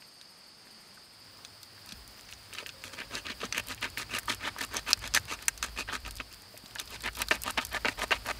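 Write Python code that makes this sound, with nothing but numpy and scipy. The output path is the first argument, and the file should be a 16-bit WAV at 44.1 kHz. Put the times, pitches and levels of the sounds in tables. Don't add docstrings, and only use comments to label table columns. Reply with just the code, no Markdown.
import sys
import numpy as np
from scipy import signal
from scipy.fft import rfft, irfft, next_fast_len
from scipy.io import wavfile
from scipy.ndimage import uniform_filter1d

SR = 44100
rng = np.random.default_rng(int(sys.argv[2]) if len(sys.argv) > 2 else 0)


def dump(signal):
    limited = np.clip(np.atleast_2d(signal).T, -1, 1)
    pcm = np.round(limited * 32767).astype(np.int16)
    wavfile.write(sys.argv[1], SR, pcm)


def ratio_of_db(decibels):
    return 10 ** (np.asarray(decibels, float) / 20)


N = 369999

# start in seconds, length in seconds, rasp level in dB,
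# place of hardest pressure from 0 to 1.
SCORING_STROKES = [
    (1.86, 0.071, -53, 0.44),
    (2.285, 0.053, -58, 0.1),
    (2.529, 0.051, -46, 0.22),
    (2.569, 0.077, -39, 0.3),
    (2.656, 0.054, -50, 0.1),
    (2.812, 0.11, -50, 0.4),
    (2.916, 0.056, -45, 0.43),
    (2.967, 0.091, -41, 0.24),
]
# start in seconds, length in seconds, rasp level in dB, place of hardest pressure 0-1.
FIRST_CUT_STROKES = [(3.105, 0.11, -38, 0.56), (3.246, 0.098, -39, 0.61), (3.394, 0.087, -36.5, 0.64),
                     (3.534, 0.081, -32.5, 0.62), (3.664, 0.086, -37, 0.59), (3.811, 0.087, -31.5, 0.33),
                     (3.965, 0.086, -34, 0.27), (4.089, 0.11, -34, 0.68), (4.274, 0.091, -35.5, 0.23),
                     (4.393, 0.11, -32.5, 0.87), (4.572, 0.09, -35, 0.65), (4.708, 0.1, -33.5, 0.71),
                     (4.861, 0.071, -30.5, 0.73), (5.005, 0.084, -36.5, 0.68), (5.135, 0.061, -24, 0.28),
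                     (5.274, 0.093, -34.5, 0.65), (5.405, 0.041, -42, 0.54), (5.481, 0.011, -30.5, 0.15),
                     (5.627, 0.025, -21.5, 0), (5.638, 0.067, -41.5, 0), (5.76, 0.078, -34, 0.4),
                     (5.873, 0.06, -38, 0.45), (5.908, 0.077, -33.5, 0.46), (6.044, 0.057, -39.5, 0.6),
                     (6.304, .051, -50.5, 0.27)]
# start in seconds, length in seconds, rasp level in dB,
# place of hardest pressure 0-1.
SECOND_CUT_STROKES = [(6.776, 0.06, -45.5, 0.64), (6.888, 0.083, -42, 0.8), (7.025, 0.071, -37.5, 0.56),
                      (7.164, 0.089, -35.5, 0.47), (7.319, 0.066, -36, 0.34), (7.44, 0.08, -32, 0.73),
                      (7.593, 0.055, -41.5, 0.53), (7.711, 0.078, -29, 0.67), (7.876, 0.065, -36.5, 0),
                      (7.974, 0.083, -32.5, 0.68), (8.133, 0.051, -38, 0.35), (8.25, 0.072, -30, 0.9)]
# start in seconds, length in seconds, rasp level in dB.
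RIDGE_BITES = [
    (6.194, 0.03, -39.5),
    (7.308, 0.026, -23),
    (7.57, 0.036, -24.5),
    (7.849, 0.029, -25),
    (8.107, 0.045, -22),
]
# stroke start in seconds, lift of upper modes in dB,
# lift of grit in dB, lift of thud in dB.
EDGE_CONTACT = [(1.863, 1, 5, -8), (2.283, 8, 8, -12), (2.531, 7.5, 5, 0), (2.569, 2.5, -1, -3.5),
                (2.655, -4, -2, 3), (2.817, 3, 9, 3), (2.916, 0, 4.5, 1), (2.966, 4.5, -9, 1.5),
                (3.105, 2.5, 3, 3), (3.244, 6, -12, 2.5), (3.394, 2, -4.5, 1), (3.537, 2.5, 1, -0.5),
                (3.663, 1.5, 0, 0.5), (3.813, -1, -6, -2), (3.968, -0.5, 4, -1.5), (4.087, 1, 2, 0.5),
                (4.275, 2, 8, 2.5), (4.397, 0.0, -3, 0.5), (4.568, 0, -0.5, 1.5), (4.711, 0.5, -0.5, 4.5),
                (4.857, 1.5, 1, 0), (5.008, 0.5, -3, 1.5), (5.134, -5, 7.5, -2), (5.277, 0.5, 0, 2.5),
                (5.401, -1, -3, -2), (5.481, 6, 7, -1), (5.626, -1.5, 3, -7.5), (5.64, 1, 4, 3),
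                (5.76, 3, 1, 0.5), (5.876, 0, -13, -3.5), (5.909, -1, 3.5, -1.5), (6.045, -1.5, 1, 1.0),
                (6.196, 3, -4, 2), (6.303, 1.5, -3, -4), (6.776, 3, 1.5, 3), (6.891, 3, 0, -1.5),
                (7.027, 4, -2.5, 1), (7.166, 0.5, -3, -3.5), (7.309, 3.5, -8, 0), (7.32, 3.5, 0.5, -2.5),
                (7.443, -2, 0, -3), (7.571, -2, -2, -2.5), (7.591, 6.5, 4, -3), (7.713, -1.5, 0, -2),
                (7.848, 4, 7, 2.5), (7.874, 0.5, 8, -3), (7.974, -2.5, 6.5, 0), (8.104, 1, -5, -3),
                (8.135, 2, 4, -5.5), (8.249, 0.5, 2, -1.0)]
# frequency in Hz, width in Hz, level in dB.
BODY_MODES = [(920, 460, -4), (1238, 238, 1.5), (1700, 238, 5.5), (2290, 520, 1.5), (2690, 380, 3.5),
              (3096, 390, 0), (4080, 960, -6.5), (620, 890, -7.5)]
# frequency in Hz, width in Hz.
BLADE_RING = (6100, 135)
# time in seconds, level in dB against the grit.
GRIP_CURVE = [(2.6, -5), (2.9, -22), (3.15, -2), (3.5, -2), (3.8, -30), (4.6, -19), (4.77, -1), (4.9, -12),
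              (5.2, -6), (5.6, -13), (8.39, -27)]
# time in seconds, share of the hollow thud from 0 to 1,
# thud in dB against the rasp, grit gain in dB.
HOLLOW_CURVE = [(2.5, 0.24, -11.5, -4.5), (3.5, 0.36, -12, -1), (5.3, 0.53, -13.5, 2.5),
                (6.1, 0.36, -10, -2), (6.8, 0.46, -8, 2), (7.2, 0.54, -4.5, 2), (7.8, 0.67, -8, -2),
                (8.3, 0.76, -5, -2.5)]
# time in
# seconds, peak in dB, centre in Hz.
CRUST_BREAKS = [(0.0226, -37, 2500), (0.2134, -31, 3950), (1.4494, -27, 4300), (1.6318, -33, 4500),
                (1.922, -27.5, 4000), (2.326, -28, 2600), (2.5285, -29.5, 2590), (2.5847, -22.5, 2880),
                (2.6624, -23, 2530), (2.6919, -24.5, 3130), (2.8392, -25.5, 2500), (3.153, -21.5, 3900),
                (3.267, -22, 2860), (3.404, -31, 3100), (3.4338, -28, 1090), (3.5253, -17, 4400),
                (3.5255, -20, 2100), (3.5473, -20, 2430), (3.5812, -20, 1650), (3.8282, -18, 2020),
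                (3.9741, -20, 1710),
                (4.184, -22, 1820), (4.2815, -23, 1230), (4.3068, -21.5, 1550), (4.584, -33, 1640),
                    (4.6134, -24, 3920), (4.741, -28, 1100), (4.768, -14.5, 5800), (4.869, -36, 1560),
                    (4.8825, -28, 1230), (4.9314, -2, 4400), (5.139, -13, 4200), (5.1477, -9, 2940),
                    (5.1738, -7.5, 1900), (5.2821, -30.5, 2480), (5.3897, -33, 2210), (5.4824, -16.5, 1620),
                    (5.4825, -9, 7350), (5.5766, -30, 4830), (5.6268, -16, 5970), (5.776, -25, 2410),
                    (5.888, -24, 1730), (5.9266, -24, 1230), (6.0503, -29, 2640), (6.109, -32.5, 4130),
                    (6.2014, -20, 2300),
                (6.758, -27, 1570), (6.786, -25, 3040), (6.7976, -21.5, 3400), (7.0076, -30, 3860),
                     (7.038, -25, 3790), (7.0763, -22.5, 1880), (7.1528, -28, 4400), (7.219, -16.5, 2500),
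                     (7.2857, -20, 4350), (7.3104, -11, 1720), (7.3145, -23, 2300), (7.422, -28, 8360),
                     (7.437, -28, 2640), (7.65, -26.5, 4840), (7.848, -14, 1490), (7.8843, -11, 1700),
                     (7.991, -28.5, 1200), (8.019, -17.5, 1720), (8.126, -11, 1700)]
# time in seconds, # peak in dB, centre in Hz.
FURTHER_BREAKS = [(0.67, -38, 1900), (1.373, -35, 4990), (1.8908, -29, 4330), (1.91, -31, 4230),
                  (2.291, -33, 2270), (2.335, -28, 5030), (3.1707, -22, 1980), (3.286, -21, 2450),
                  (3.453, -23, 6040), (3.597, -25, 2190), (3.6855, -26, 2850), (3.7117, -23, 1660),
                  (3.8491, -17, 2200), (3.843, -15.5, 2600), (3.9802, -19, 2290), (4.2335, -34.5, 1730),
                  (4.476, -13.5, 1330), (4.5638, -23.5, 1120), (4.6902, -37, 1080), (4.9754, -32, 1380),
                  (5.1647, -7.5, 1700), (5.255, -30, 3500), (5.9554, -19.5, 1900), (6.0623, -22, 2620),
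                  (6.1704, -25, 4870), (6.1852, -26, 3500), (6.337, -28, 4700), (6.575, -29, 4520),
                  (6.66, -28, 4340), (6.7094, -30, 3920), (6.793, -17, 3380), (6.8134, -25, 3330),
                  (6.876, -25, 4590), (6.9598, -24, 2600), (7.086, -18, 1440), (7.133, -31, 5080),
                  (7.2606, -34, 4670), (7.312, -7, 1660), (7.317, -17, 2660), (7.3534, -31, 2670),
                  (7.4796, -23, 1590), (7.5766, -15, 1910), (7.72, -26, 2610), (7.855, -13, 3070),
                  (8.1085, -9, 1800), (8.112, -14, 1690), (8.302, -16.5, 1500), (7.5895, -8.5, 1890),
                  (7.768, -14, 2000), (7.88, -21, 1700), (4.794, -23, 3500), (5.076, -18, 3500)]
# time in seconds, peak in dB.
BLADE_JOLTS = [
    (2.19, -45),
    (2.253, -48),
    (3.526, -25),
    (5.15, -17),
    (5.482, -21.5),
    (5.628, -23),
    (6.801, -29),
]
# time in seconds, peak in dB, centre in Hz.
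HAND_KNOCKS = [(0.666, -55, 215), (0.973, -42.5, 1270), (1.39, -42.5, 1070), (1.778, -40, 1700),
               (1.872, -45, 1100), (1.924, -41, 198), (2.625, -35, 525), (2.986, -42, 2840),
               (3.431, -27.5, 473), (3.436, -35, 174), (3.777, -35, 2340), (6.541, -40.5, 520),
               (6.567, -37, 2200), (6.637, -39.5, 182), (5.31, -33.5, 350), (7.848, -22, 430),
               (7.886, -29, 326), (8.108, -24.5, 403)]
# time in
# seconds, # peak in dB.
BRIGHT_TICKS = [(0.7118, -41), (1.6307, -30), (2.5365, -26), (3.5803, -19), (3.671, -25), (3.685, -22),
                          (3.901, -28), (3.9799, -22), (4.187, -15), (4.347, -23), (4.5863, -22), (4.6139, -21),
                          (4.6488, -23), (5.076, -29), (5.148, -10), (5.4246, -25), (5.4817, -8.5), (5.9549, -30),
                          (6.1094, -23.5), (6.1735, -29), (6.576, -28), (6.799, -18), (7.1693, -21), (7.218, -12),
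                          (7.2848, -22), (7.3543, -23), (7.419, -19.5), (7.4357, -15), (7.508, -15.5), (7.6503, -15),
                          (1.8606, -32), (1.8894, -35), (1.475, -42), (2.11, -42), (2.312, -34), (4.195, -25),
                (5.197, -32), (6.42, -35), (6.68, -38), (7.992, -27), (2.0775, -34), (3.747, -27),
                (4.2323, -33), (4.2572, -29), (4.2757, -33), (4.8815, -28), (4.9921, -29), (5.254, -30),
                (5.3358, -31), (5.457, -29), (6.0028, -39), (6.155, -27), (6.7527, -29), (6.8134, -31),
                (6.8568, -31), (6.9047, -29), (7.0055, -32), (7.021, -26), (7.0614, -28), (7.1327, -31),
                (7.1506, -30), (7.6685, -24), (8.266, -23.5),
                          (1.9251, -29), (2.3215, -32), (2.4315, -42), (2.5931, -36), (2.6682, -30), (2.6829, -32),
                    (2.839, -27), (3.2122, -41), (3.5988, -23), (3.6033, -30), (3.6375, -38), (3.6667, -36),
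                    (3.6941, -34), (3.8113, -31), (3.9842, -23), (4.0041, -30), (4.1418, -32), (4.6277, -28),
                    (4.6651, -39), (4.6908, -39), (4.7402, -27), (4.7939, -34), (4.9054, -23), (4.9754, -33),
                    (5.3119, -33), (5.577, -31), (5.6629, -31), (5.7661, -38), (5.9041, -41), (6.0787, -32),
                    (6.1231, -36), (6.166, -27), (6.3276, -29), (6.3441, -33), (6.8968, -38), (7.1597, -29),
                    (7.1864, -27.5), (7.191, -25), (7.2732, -32), (7.2914, -31), (7.3049, -26), (7.4975, -31),
                    (7.5217, -35), (7.6209, -33), (7.693, -35), (7.7065, -40), (7.7307, -26), (7.8083, -34),
                    (8.0799, -34), (8.2502, -33), (8.3261, -36)]
# low edge in Hz, high edge in Hz.
TICK_EDGES_HZ = [5000., 14500.]
# time in seconds, shaking in dB, second mode in dB against the first.
SHUDDER_CURVE = [(0.0, -83.5, 0), (1.87, -74.5, 11), (1.98, -52, -7), (2.2, -73, 3), (2.34, -58, -8),
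                 (2.48, -71.5, 8), (3.29, -56.5, -0.5), (4.05, -60, 5), (4.4, -55.5, 2), (4.55, -58.5, -3),
                 (5.22, -49.5, -1), (5.42, -59, -8), (5.69, -46.5, -17), (5.9, -55.5, -2), (6.1, -44, -12),
                 (6.5, -72.5, 7), (7.05, -50, -6), (8.39, -50.5, -7)]
# frequency in Hz, width in Hz.
SPIT_MODES = [(51, 16), (98, 24.6)]
# time in
# seconds, frequency in Hz, level in dB.
FAINT_TONES = [
    [(1.26, 15050, -70), (1.4, 15600, -71), (1.5, 15100, -72), (1.6, 15400, -77), (1.8, 15650, -74)],
    [(1.95, 15450, -72), (2.06, 15700, -72)],
    [(2.17, 15200, -72), (2.26, 15500, -72)],
    [(2.38, 15100, -72), (2.5, 15650, -72), (2.8, 15400, -73), (3.0, 15700, -72), (3.4, 15600, -72),
     (4.5, 15600, -74)],
    [(2.74, 536, -60), (3.0, 538, -61), (3.2, 580, -61), (3.4, 620, -68)],
    [(2.8, 1640, -66), (3.1, 1623, -63), (3.45, 1650, -67)],
    [(0.64, 211, -67), (0.8, 220, -64)],
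]
KATYDID_CHIRPS_S = [0.0, .0644, .1344, .2124, .2932, .3721, .4644, .5744, .6489, .7144, .8006, .8709, .9344,
                    1.0365, 1.1248, 1.1844]
# frequency in Hz, width in Hz, level in dB.
WING_MODES = [(8700, 650, 15), (11400, 1400, 4), (12300, 1700, 8)]
# frequency in Hz, width in Hz, level in dB.
CRICKET_BANDS = [(4350, 170, -67.5), (4674, 260, -61), (4980, 320, -63.5), (5100, 110, -66),
                 (8780, 1200, -69.5)]
# time in seconds, level in dB.
WHINE_CURVE = [(0, -75), (1.0, -75), (1.15, -95), (8.39, -95)]
# time in seconds,
# night air in dB, ember sizzle in dB.
AIR_CURVE = [(0, -58.5, -74), (1.24, -57, -71), (1.27, -56, -66), (3.0, -54, -61.5), (5.0, -52, -63),
             (6.5, -56, -63), (8.39, -49.5, -57.5)]
# frequency in Hz, density in dB per Hz.
NIGHT_COLOUR = [(12, -47), (20, -15), (70, -9), (193, 1.5), (367, -3.5), (434, -4), (1120, -3.5),
                (3740, -7.5), (4810, -3), (5850, -13.5), (8890, -15.5), (12400, -23.5), (16000, -32)]


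def rms_one(x):
    return x / np.sqrt(np.mean(x ** 2) + 1e-20)


def in_time(rows):
    time_s, *columns = np.transpose(rows)
    return [np.interp(np.arange(N) / SR, time_s, column) for column in columns]


def drift(rate_hz):
    r = np.exp(-80 * np.pi * rate_hz / SR)
    noise = rng.standard_normal(N // 40 + 2002)
    slow = signal.lfilter([1], [1, -2 * r, r * r], noise)[2000:]
    return np.interp(np.arange(N) / 40, np.arange(len(slow)), rms_one(slow))


def resonance(x, hz, width_hz):
    r = np.exp(-np.pi * width_hz / SR)
    feedback = [1, -2 * r * np.cos(2 * np.pi * hz / SR), r * r]
    return signal.lfilter(np.array([1, 0, -1]) * (1 - r * r) / 2, feedback, x)


def passed(x, hz, kind):
    return signal.sosfilt(signal.butter(2, hz, kind, fs=SR, output="sos"), x)


def grains(per_s, spread_db):
    size = ratio_of_db(spread_db * np.minimum(rng.exponential(1, N), 4))
    signed = size * rng.choice([-1, 1], N)
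    return signed * (rng.random(N) < per_s / SR) + 1e-18


def stroke_rows():
    strokes = SCORING_STROKES + FIRST_CUT_STROKES + SECOND_CUT_STROKES
    return [(*row, 0) for row in strokes] + [(*row, 0.3, -18) for row in RIDGE_BITES]


def edge_pressure():
    rise_db, fall_db = 15.5, 19
    grit_base_db, grit_per_db = -8.5, -0.3236
    sheen_base_db, sheen_even = -15, 0.3
    rasp, upper, deep, bright, sheen = np.zeros((5, N))
    for start, length, peak_db, place, dull_db in stroke_rows():
        _, upper_db, grit_db, thud_db = min(EDGE_CONTACT, key=lambda row: abs(row[0] - start))
        at = np.arange(round(start * SR), min(round((start + length) * SR), N))
        along = (at / SR - start) / length
        before_db = rise_db * (1 - along / place) ** 2
        after_db = fall_db * ((along - place) / (1 - place)) ** 2
        loss_db = np.where(along < place, before_db, after_db)
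        grip = np.clip(np.minimum(along / 0.032, (1 - along) / 0.15), 0, 1)
        press = grip * ratio_of_db(peak_db - 2.5 - loss_db)
        edge_db = grit_base_db + grit_db + dull_db
        rasp[at] += press
        upper[at] += press * ratio_of_db(upper_db)
        deep[at] += press * ratio_of_db(thud_db)
        bright[at] += press * ratio_of_db(edge_db + grit_per_db * (peak_db + 36.5) - 0.26 * loss_db)
        sheen[at] += press * ratio_of_db(edge_db + sheen_base_db + grit_per_db * (peak_db + 37) + sheen_even * loss_db)
    return rasp, upper, deep, bright, sheen


def knife():
    rasp, upper, deep, bright, sheen = edge_pressure()
    snaps = grains(4200, spread_db=3.5) * ratio_of_db(2.67 * drift(106))
    body, all_modes = 0, 0
    for k, (hz, width_hz, db) in enumerate(BODY_MODES):
        mode = (-1) ** k * ratio_of_db(db + 2.35 * drift(21.6)) * resonance(snaps, hz, width_hz)
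        body = body + (upper if hz > 2000 else rasp) * mode
        all_modes = all_modes + mode
    body = body / np.std(all_modes)
    grit = rms_one(passed(passed(snaps, 3240, "high"), 7650, "low"))
    hiss = sheen * rms_one(passed(snaps + 1.5 * rng.standard_normal(N), 10500, "high"))
    ring = ratio_of_db(in_time(GRIP_CURVE)[0]) * rms_one(resonance(snaps, *BLADE_RING))
    hollow, thud_db, grit_db = in_time(HOLLOW_CURVE)
    meat_thud = rms_one(passed(snaps, [190, 600], "band"))
    bamboo_thud = rms_one(passed(snaps, [430, 1050], "band"))
    thud = (1 - hollow) * meat_thud + hollow * bamboo_thud
    low = passed(body + deep * ratio_of_db(thud_db + 8) * thud, 125, "high")
    return low + ratio_of_db(grit_db) * (bright * (grit + ring) + hiss)


def cracks():
    out, t = np.zeros(N + 4000), np.arange(4000) / SR
    rows = CRUST_BREAKS
    rows = rows + [(s, db - 6, hz) for s, db, hz in FURTHER_BREAKS]
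    for (s, peak_db, hz), noise in zip(rows, rng.standard_normal((len(rows), 4000))):
        t60_s = max(0.037 - 0.0007 * (peak_db + 28), 0.005)
        top_db = -25.5 + 7 * np.log2(hz / 2500)
        burst = noise * (ratio_of_db(-60 * t / 0.0019) + 0.37 * ratio_of_db(-60 * t / t60_s))
        burst[0] = 2.7
        own = resonance(burst, hz, 0.4 * hz)
        body = sum((-1) ** k * ratio_of_db(db) * resonance(burst, f, w) for k, (f, w, db) in enumerate(BODY_MODES))
        top = passed(burst * ratio_of_db(-60 * t / 0.029), 10600, "high")
        hit = own / np.abs(own).max() + 0.17 * body / np.abs(body).max()
        hit = passed(hit, min(2.47 * hz, 0.45 * SR), "low")
        hit = hit / np.abs(hit).max() + ratio_of_db(top_db) * top / np.abs(top).max()
        out[round(s * SR):][:4000] += ratio_of_db(peak_db) * hit / np.abs(hit).max()
    return out[:N]


def blade_ticks():
    flicks, width_hz = np.full(N, 1e-18), BLADE_RING[1]
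    for s, peak_db in BLADE_JOLTS:
        flicks[round(s * SR)] = ratio_of_db(peak_db) * SR / (2 * np.pi * width_hz)
    return resonance(flicks, *BLADE_RING)


def knocks():
    out, t = np.zeros(N + 3000), np.arange(3000) / SR
    for (s, peak_db, hz), noise in zip(HAND_KNOCKS, rng.standard_normal((len(HAND_KNOCKS), 3000))):
        push = noise * ratio_of_db(-60 * t / 0.033)
        knock = resonance(resonance(push, hz, 0.23 * hz), hz, 1.1 * hz)
        out[round(s * SR):][:3000] += ratio_of_db(peak_db - 3) * knock / np.abs(knock).max()
    return out[:N]


def ticks():
    out, t = np.zeros(N + 600), np.arange(600) / SR
    envelope = ratio_of_db(-60 * t / 0.003) + 0.3 * ratio_of_db(-60 * t / 0.024)
    rows = BRIGHT_TICKS
    for (s, peak_db), noise in zip(rows, rng.standard_normal((len(rows), 600))):
        snap = passed(noise * envelope, TICK_EDGES_HZ, "band")
        out[round(s * SR):][:600] += ratio_of_db(peak_db - 3.5) * snap / np.abs(snap).max()
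    return out[:N]


def crumbs():
    time_s = np.arange(N) / SR
    fat = passed(signal.lfilter([1], [1, 0.6], grains(11, spread_db=2)), 6000, "high")
    fat = ratio_of_db(-44) * (time_s > 1.8) * fat
    falls = grains(70, spread_db=4.5) * ratio_of_db(7.2 * drift(4.5))
    dealt = rng.integers(0, 4, N)
    rung = sum(resonance(falls * (dealt == k), hz, 0.51 * hz) for k, hz in enumerate([1540, 2500, 3860, 6630]))
    return fat + np.interp(time_s, [1.2, 3.0], ratio_of_db([-58, -43])) * rung


def spit():
    shake_db, second_db = in_time(SHUDDER_CURVE)
    out = 0
    for db, (hz, width_hz) in zip([shake_db, shake_db + second_db], SPIT_MODES):
        swing = resonance(rng.standard_normal(N), hz, width_hz)
        swing = rms_one(resonance(swing, hz, 2 * width_hz))
        evened = swing / np.sqrt(uniform_filter1d(swing ** 2, size=5000) + 2.5)
        out = out + ratio_of_db(db) * rms_one(evened)
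    return out


def whistles():
    out, waver, flicker = np.zeros(N), drift(45), drift(28)
    for rows in FAINT_TONES:
        s, hz, db = np.transpose(rows)
        at = np.arange(round(s[0] * SR), round(s[-1] * SR))
        pitch_hz = np.interp(at / SR, s, hz) * (1 + 0.0044 * waver[at])
        level = ratio_of_db(np.interp(at / SR, s, db) + 4 * flicker[at])
        out[at] += level * np.sin(2 * np.pi * np.cumsum(pitch_hz) / SR)
    return out


def katydid():
    t, pulse = np.arange(2 * SR) / SR, np.zeros(N)
    for s, uneven in zip(KATYDID_CHIRPS_S, rng.standard_normal(len(KATYDID_CHIRPS_S))):
        pulse[:2 * SR] += ratio_of_db(-56.5 - 7.5 + 1.5 * uneven) * np.exp(-((t - s - 0.014) / 0.015) ** 2)
    teeth = grains(9000, spread_db=1.5)
    wing = sum(ratio_of_db(db) * resonance(resonance(teeth, hz, w), hz, w) for hz, w, db in WING_MODES)
    return pulse * rms_one(wing)


def crickets():
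    out = ratio_of_db(in_time(WHINE_CURVE)[0]) * rms_one(resonance(rng.standard_normal(N), 6430, 60))
    for hz, width_hz, db in CRICKET_BANDS:
        level = ratio_of_db(db + drift(8.9))
        strikes = resonance(grains(3000, spread_db=1.5), hz, width_hz)
        out = out + level * rms_one(resonance(strikes, hz, 2 * width_hz))
    return out


def night():
    air_db, sizzle_db = in_time(AIR_CURVE)
    size = next_fast_len(N)
    hz = np.maximum(np.fft.rfftfreq(size, 1 / SR), 1)
    colour_hz, colour_db = np.transpose(NIGHT_COLOUR)
    colour = ratio_of_db(np.interp(np.log(hz), np.log(colour_hz), colour_db))
    air = irfft(rfft(rng.standard_normal(N), size) * colour, size)[:N]
    air = ratio_of_db(0.7 * drift(4)) * rms_one(air)
    sizzle = rms_one(passed(grains(4000, spread_db=3) * ratio_of_db(2.2 * drift(20)), 9000, "high"))
    sizzle = sizzle + 0.6 * resonance(sizzle, 16000, 500)
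    return ratio_of_db(air_db) * air + ratio_of_db(sizzle_db) * rms_one(sizzle)


def scene():
    near = knife() + cracks() + blade_ticks() + knocks() + ticks() + crumbs()
    t = np.arange(4000) / SR
    bank = passed(rng.standard_normal(len(t)) * ratio_of_db(-60 * t / 0.028) * (t > 0.003), 2900, "low")
    scatter = signal.fftconvolve(near, bank / np.sqrt(np.sum(bank ** 2)))[:N]
    far = spit() + whistles() + katydid() + crickets() + night()
    return (near + ratio_of_db(-17.5) * scatter + far)[None]


def roll_off(x):
    return signal.sosfilt(signal.butter(12, 16990, fs=SR, output="sos"), x)


def record(dry):
    kept = signal.sosfiltfilt(signal.cheby2(14, 30, 15900, fs=SR, output="sos"), dry)
    over = signal.sosfiltfilt(signal.butter(8, 16700, fs=SR, output="sos"), dry - kept)
    loud = uniform_filter1d(np.abs(over), size=100) > ratio_of_db(-54)
    gate = uniform_filter1d(loud * 1.0, size=60)
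    return roll_off(kept + 0.18 * over * gate)


dry = scene()
out = record(dry)
dump(out)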